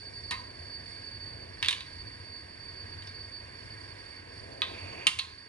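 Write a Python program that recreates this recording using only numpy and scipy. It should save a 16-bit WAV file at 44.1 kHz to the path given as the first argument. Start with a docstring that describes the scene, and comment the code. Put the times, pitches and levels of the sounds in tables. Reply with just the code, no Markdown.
"""A gloved hand taps, rattles and slides a plastic syringe on a kitchen counter; clicks excite damped modes.
Beside it a gas burner runs: shaped noise makes the low hum of its flame and the hiss of its jet,
and a shaken sine makes the jet's thin, unsteady whistle. Filtered noise makes the sleeve and the slides.
The small kitchen answers each click with decaying noise, and loud sound makes the recorder turn its gain down."""
import sys
import numpy as np
from scipy import signal
from scipy.fft import rfft, irfft, next_fast_len
from scipy.io import wavfile
from scipy.ndimage import map_coordinates

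SR = 44100
rng = np.random.default_rng(int(sys.argv[2]) if len(sys.argv) > 2 else 0)


def output_pcm(signal):
    """Save a mono or channel-first signal as 16-bit PCM at the path in sys.argv[1].

    Samples are clipped to [-1, 1] before scaling.
    """
    pcm = np.clip(np.atleast_2d(signal).T, -1, 1) * 32767
    wavfile.write(sys.argv[1], SR, np.round(pcm).astype(np.int16))


N = 241834

# stereo balance, negative to the right: (frequency [Hz], left over right [dB])
STEREO_LEAN = [(100, 0.7), (700, 0), (1700, -3), (3000, -6), (5200, -9.5), (7000, -6.5), (10000, -8.5)]


def amp(db):
    """Decibels to gain."""
    return 10 ** (np.asarray(db) / 20)


def unit(x):
    """Scale to rms 1."""
    return x / np.sqrt(np.mean(x ** 2) + 1e-20)


def along(points, hz):
    """Read (frequency, value) points on a log frequency axis."""
    point_hz, value = np.transpose(points)
    return np.interp(np.log(hz + 1), np.log(point_hz + 1), value)


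def wobble(rate):
    """A smooth random curve of rms 1, with rate knots a second."""
    knots = rng.standard_normal(int(N * rate / SR) + 4)
    return unit(map_coordinates(knots, [np.arange(N) * rate / SR]))


def filtered(x, response):
    """Filter x by a response of frequency."""
    n = x.shape[-1]
    padded = next_fast_len(n + 8192)
    spectrum = rfft(x, padded) * response(np.fft.rfftfreq(padded, 1 / SR))
    return irfft(spectrum, padded)[..., :n]


def sides(lean_db):
    """Left and right gains for a level difference, left over right."""
    return amp(np.array([[.5], [-.5]]) * lean_db)


def diffuse(x):
    """Turn two unrelated noises into a left and right that are alike in the bass and less so in the treble."""
    # likeness of diffuse sound at the two microphones: (frequency [Hz], correlation [0-1])
    likeness = [(60, 1), (130, 0.91), (270, 0.88), (1000, 0.9), (5000, 0.77), (11000, 0.57)]

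    def mid_side_gains(hz):
        turn = np.arccos(np.clip(along(likeness, hz), -1, 1)) / 2
        return np.array([np.cos(turn), np.sin(turn)])

    mid, side = filtered(x, mid_side_gains)
    return np.array([mid + side, mid - side])


def rush(gain):
    """Stereo noise of rms 1 with this gain over frequency, leaning right in the treble."""
    noise = diffuse(rng.standard_normal((2, N)))
    return unit(filtered(noise, lambda hz: gain(hz) * sides(along(STEREO_LEAN, hz))))


def coloured(spectrum):
    """Stereo noise of rms 1 shaped by a (frequency, level) spectrum."""
    return rush(lambda hz: amp(along(spectrum, hz)))


def burner():
    """The flame hums and flutters; the gas hisses, more as it runs, and its tube's resonances colour the noise."""
    # relative noise spectra of flame hum and gas hiss: (frequency [Hz], level [dB per Hz])
    flame_spectrum = [(20, -34), (32, -29), (50, -11), (64, -11), (92, -1), (120, -10.5), (165, -18),
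                      (300, -32), (800, -63)]
    hiss_spectrum = [(100, -49), (220, -1.5), (340, -0.5), (600, -6), (790, -11.5), (980, -2.5),
                     (1380, -12), (1630, 0.5), (2150, -7), (2650, -9.5), (4000, -23), (5000, -25),
                     (6200, -31), (11000, -32)]
    # resonances of the burner and its jet tube: (frequency [Hz], width [Hz], relative level [dB])
    tube_modes = [(1626, 45, 7), (1907, 73, 5.5), (2140, 74, 5), (2320, 39, 5.5), (3576, 240, -6),
                  (4130, 190, -8.5), (4532, 118, 12.5), (4598, 42, 14), (4805, 210, -4.5), (5170, 42, 1.5),
                  (5565, 210, -5), (7040, 300, -15), (8010, 670, -19.5), (8840, 154, -8.5),
                  (9170, 540, -12.5), (10220, 500, -18)]
    gas_start_db, gas_full_db, gas_rise_s = -54.5, -50.5, 2.04
    flame_full_db, flame_follows = -50, 0.4  # level at full gas; share of the gas's rise it follows
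    tube_full_db, tube_follows = -49.5, 0.076

    rise = np.minimum(np.arange(N) / SR / gas_rise_s, 1)
    gas_db = gas_start_db + (gas_full_db - gas_start_db) * rise
    below_full_db = gas_db - gas_full_db

    flutter_db = 1.15 * wobble(5.57)
    flame = amp(flame_full_db + flame_follows * below_full_db + flutter_db) * coloured(flame_spectrum)

    flow_db = 0.47 * wobble(3.03)  # shared by hiss and tube
    hiss = amp(gas_db + flow_db) * coloured(hiss_spectrum)

    def tube_gain(hz):
        power = 0
        for mode_hz, width_hz, db in tube_modes:
            power = power + amp(db) ** 2 / (1 + (2 * (hz - mode_hz) / width_hz) ** 2) ** 2
        return np.sqrt(power)

    tube_db = tube_full_db + tube_follows * below_full_db + flow_db + 1.35 * wobble(11)
    return flame + hiss + amp(tube_db) * rush(tube_gain)


def whistle():
    """The jet sings one thin note; turbulence shakes its strength and phase and smears it into a narrow band."""
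    # the whistle's course, before the overall lift: (time [s], level [dB])
    course = [(0.0, -51), (0.29, -47), (0.65, -54.5), (0.75, -42.5), (0.85, -56.5), (1.25, -46), (1.5, -57),
              (1.68, -48.5), (1.95, -54), (1.96, -49.5), (2.41, -52), (2.45, -58.5), (2.78, -45.5),
              (2.85, -53), (3.4, -46.5), (3.45, -55.5), (4.46, -60.5), (5.0, -54)]
    pitch_hz, lift_db = 4558, 2
    waver_db, waver_per_s = 1, 15  # quick random wavering of its strength

    level_db = np.interp(np.arange(N) / SR, *np.transpose(course))
    phase = 2 * np.pi * np.cumsum(pitch_hz + 6 * wobble(20)) / SR  # the pitch strays by 6 Hz rms
    slow_shake = 0.37 * (wobble(40) + 1j * wobble(40))
    fast_shake = 0.12 * (wobble(190) + 1j * wobble(190))
    shaken = np.real((1 + slow_shake + fast_shake) * np.exp(1j * phase))
    note = unit(amp(waver_db * wobble(waver_per_s)) * shaken)
    return amp(level_db + lift_db) * sides(lean_db=-7.0) * note


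def swells(rows, attack_s, release_s, press_db_per_s):
    """Gain of (start, length, end level) spans: each sets in, grows by the pressing rate and stops."""
    t, gain = np.arange(N) / SR, np.zeros(N)
    for start_s, length_s, db in rows:
        left_s = start_s + length_s - t
        gate = np.clip((t - start_s) / attack_s, 0, 1) * np.clip(1 + left_s / release_s, 0, 1)
        gain += gate * amp(db - press_db_per_s * np.clip(left_s, 0, length_s))
    return gain


def hand():
    """The sleeve rustles, less while the arm is held still, and the syringe tip drags unevenly over the stone."""
    # faint cloth rustle, stronger while the arm moves, lower while it is held still:
    # (start [s], length [s], level before wavering [dB])
    rustles = [(0, 1.62, -57), (1.65, 2.75, -60.5), (4.4, .66, -49.5)]
    # strokes of the tip over the stone: (start [s], length [s], level at the end before wavering [dB])
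    strokes = [(3.39, 0.11, -63), (4.03, .09, -64), (4.646, .42, -45)]
    # relative noise spectra of cloth and sliding plastic: (frequency [Hz], level [dB per Hz])
    sleeve_spectrum = [(80, -18), (250, 0.5), (420, 3), (700, 2), (1000, -20), (1500, -40), (4000, -29)]
    slide_spectrum = [(600, -15), (1050, -5), (1350, -15), (2000, -7), (2400, -1.5), (2620, -1),
                      (3100, -14.5), (4000, -23), (6500, -28), (11000, -51)]

    rustle = swells(rustles, attack_s=0.036, release_s=.045, press_db_per_s=0)
    drag = swells(strokes, attack_s=.03, release_s=.03, press_db_per_s=13)
    sleeve = rustle * amp(1.85 * wobble(14)) * coloured(sleeve_spectrum)
    slide = drag * amp(1.4 * wobble(60)) * coloured(slide_spectrum)
    return sleeve + slide


def pulse(gain):
    """The causal (minimum-phase) pulse of peak 1 that has this spectrum."""
    cepstrum = irfft(np.log(np.maximum(gain, 1e-6)))
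    cepstrum[1:] *= 2
    cepstrum[len(cepstrum) // 2:] = 0  # folding onto positive time makes it causal
    x = irfft(np.exp(rfft(cepstrum)))
    return x / np.abs(x).max()


def ring(modes, t, attack, scatter_db, drift=0.44):
    """Damped modes, struck at new strengths and phases; random phase drift blurs each ringing mode."""
    hz, db, t60 = np.transpose(modes)[:, :, None]
    db = db + scatter_db * rng.standard_normal(hz.shape)
    steps = rng.standard_normal((len(hz), len(t)))
    wander = drift * np.cumsum(steps, axis=1) / np.sqrt(SR * t60)  # in cycles
    waves = np.sin(2 * np.pi * (hz * t + rng.random(hz.shape) + wander))
    return (amp(db - 60 * t / t60) * waves).sum(0) * (1 - np.exp(-t / attack))


def kitchen(x, near_db, near_t60, far_db, onset):
    """Stove and counter scatter the sound at once; the walls add a longer tail."""
    # the walls' decay: (frequency [Hz], time to fall 60 dB [s])
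    wall_decay = [(200, 0.41), (1000, 0.61), (3000, 0.36), (6000, 0.47), (11000, 0.36)]
    t = np.arange(len(x)) / SR

    hz, s, bands = signal.stft(rng.standard_normal((2, len(x))), SR, nperseg=256)
    decayed = bands * amp(-60 * s / along(wall_decay, hz)[:, None])
    far = signal.istft(decayed, SR, nperseg=256)[1][:, :len(x)]
    near = rng.standard_normal((2, len(x))) * amp(-60 * t / near_t60)

    def spread(tail):
        return unit(tail * (1 - np.exp(-(t / onset) ** 2))) / np.sqrt(len(x))  # energy 1 a side

    answer = diffuse(amp(near_db) * spread(near) + amp(far_db) * spread(far))
    return signal.fftconvolve(x[None], answer, axes=1)[:, :len(x)]


def tap(pitch_hz, grip_db, treble_db, knock_db, size=16384):
    """One contact: a sharp click, a few milliseconds of chatter, then the barrel and the counter ring."""
    # bare click of hard plastic on stone: (frequency [Hz], relative level [dB])
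    click_spectrum = [(60, -32), (250, -28), (750, -22.5), (1080, -11), (1400, -12.5), (1900, -5),
                      (2700, -2), (3800, -0.5), (4700, -6), (6300, -10.5), (7900, -13), (9200, -9),
                      (11000, -15.5)]
    # ringing of the syringe: (frequency [Hz], relative level [dB], time to fall 60 dB [s])
    barrel_modes = [(1910, -4, .07), (2110, -6, .12), (2310, -5, .13), (2620, -3, .12), (2835, -1, .13),
                    (3035, -6, .1), (3170, -4, .09), (3540, -2, .11), (3700, -3, .11), (3775, -2, .12),
                    (4130, -9, .1)]
    # ringing of the counter and what stands on it:
    # (frequency [Hz], relative level [dB], time to fall 60 dB [s])
    counter_modes = [(240, -13, .08), (520, -15, .05), (996, 2.5, .14), (1061, -4, .31), (1227, -7, .1),
                     (1530, -8, .08), (1868, -8, .14), (2075, -4, .13), (2492, -10, .2), (3951, -7, .13)]
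    t, hz = np.arange(size) / SR, np.fft.rfftfreq(size, 1 / SR)

    held = 1 / (1 + ((hz / pitch_hz - 1) / .12) ** 2)  # the held barrel's heavily damped main resonance
    hardness = 1 / (1 + (5400 / (hz + 1)) ** 8)  # harder contacts reach further into the treble
    click = pulse(amp(along(click_spectrum, hz) + grip_db * held + treble_db * hardness))

    touches = rng.standard_normal(size) * amp(-60 * t / 0.018) * (1 - np.exp(-(t / 0.0011) ** 2))
    chatter = signal.fftconvolve(click, touches / np.linalg.norm(touches))[:size]
    chatter = filtered(chatter, lambda f: 1 / (1 + 1j * f / 5200) ** 2)  # softer than the first touch

    free = amp(-30 - grip_db / 2)  # a firm grip mutes the ring
    barrel = free * ring(barrel_modes, t, attack=0.00077, scatter_db=8.5)
    counter = amp(knock_db - 27) * ring(counter_modes, t, attack=0.0015, scatter_db=3.0)
    return click + amp(2.0) * chatter + barrel + counter


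def syringe():
    """Every contact fills the kitchen with its echo and leans right in the treble."""
    # contacts: (time [s], level of the bare click's peak before panning [dB], barrel pitch [Hz],
    # strength of that resonance [dB], treble boost [dB], relative counter knock [dB])
    contacts = [(0.3097, -17, 4470, 19, 5.5, 11), (0.3118, -21.5, 1720, 13, -6.5, 0),
                (0.3141, -23, 4100, 12, 19, 9), (0.3202, -22.5, 2150, 13, -6, 13.5),
                (1.6274, -11.5, 2830, 2.5, -11, -13), (1.6466, -16.5, 3000, 9, -11, -6),
                (1.6604, -17.5, 3600, 7, -9, -10), (1.6847, -6, 3700, 6.5, -2, -14.5),
                (1.7093, -11, 2900, 5, -3.5, -12), (1.7281, -14, 3640, 7.5, -6, -14),
                (1.8066, -25, 3800, 13.5, -4.5, -9), (3.0230, -34, 3120, 2, -6, -14),
                (3.073, -30, 5200, 22, -6, -20), (4.6189, -9.5, 3560, 9.5, -17, 1),
                (5.0688, 2.5, 2910, 11, 0.5, -6.5), (5.072, -3.5, 3100, 2, 0, -8.5),
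                (5.1889, -10, 2640, 8.5, 0, -7.5), (5.1912, -13.5, 3860, 7, -7, -23),
                (5.1940, -11.5, 4240, 13, -6, -17.5)]
    out = np.zeros((2, N + SR))
    for s, db, pitch_hz, grip_db, treble_db, knock_db in contacts:
        hit = amp(db) * tap(pitch_hz, grip_db, treble_db, knock_db)
        echo = kitchen(hit, near_db=-4.0, near_t60=0.093, far_db=-6.5, onset=0.00096)
        start = round(s * SR)
        out[:, start:start + len(hit)] += hit + echo
    return filtered(out[:, :N], lambda hz: sides(0.63 * along(STEREO_LEAN, hz)))


def thuds(size=16384):
    """The hand's weight lands with two of the taps and pushes the counter once each time."""
    # landings: (time [s], peak level of the push without its echo [dB])
    landings = [(0.3098, -36.5), (5.0686, -33)]
    # the counter's dull answer: (frequency [Hz], relative level [dB])
    thud_spectrum = [(30, -35), (90, 8.5), (250, 3), (700, -1), (1300, -17.5), (4000, -60)]
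    out = np.zeros((2, N + SR))
    push = pulse(amp(along(thud_spectrum, np.fft.rfftfreq(size, 1 / SR))))
    for s, db in landings:
        echo = kitchen(push, near_db=3.5, near_t60=0.098, far_db=-12, onset=0.00057)
        start = round(s * SR)
        out[:, start:start + size] += amp(db) * (push + echo)
    return out[:, :N]


def scene():
    """Syringe and hand beside the running burner, heard by two microphones that differ in phase."""
    # the left microphone's lead over the right: (frequency [Hz], phase [rad])
    left_lead = [(60, 0.14), (130, 0.5), (340, 1.27), (700, 1.84), (2200, 1.4), (4700, 1.41), (5600, 1.54),
                 (6500, 1.3), (11000, 0.86)]
    sound = syringe() + thuds() + hand() + burner() + whistle()
    return filtered(sound, lambda hz: np.exp(.5j * np.array([[1], [-1]]) * along(left_lead, hz)))


def record(dry):
    """Gain control ducks after a loud sound and recovers slowly; peaks round off; the top of the treble is cut."""
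    threshold_db, most_db, release_s = -22, 5.0, 3.2
    ceiling, top_hz = 0.7, 11000
    t = np.arange(N) / SR

    power = signal.lfilter(np.ones(441) / 441, 1, np.mean(dry ** 2, axis=0))  # 10 ms average
    over_db = np.clip(10 * np.log10(np.abs(power) + 1e-12) - threshold_db, 0, most_db)
    # hold the largest excess while it dies away
    duck_db = np.maximum.accumulate(over_db * np.exp(t / release_s)) * np.exp(-t / release_s)
    ease = np.exp(-1 / (0.005 * SR))  # the gain eases over 5 ms
    ducked = dry * amp(-signal.lfilter([1 - ease], [1, -ease], duck_db))

    rounded = ducked / (1 + (ducked / ceiling) ** 4) ** (1 / 4)
    steep = signal.ellip(12, .1, 80, top_hz, fs=SR, output="sos")
    return signal.sosfilt(steep, rounded)


dry = scene()
out = record(dry)
output_pcm(out)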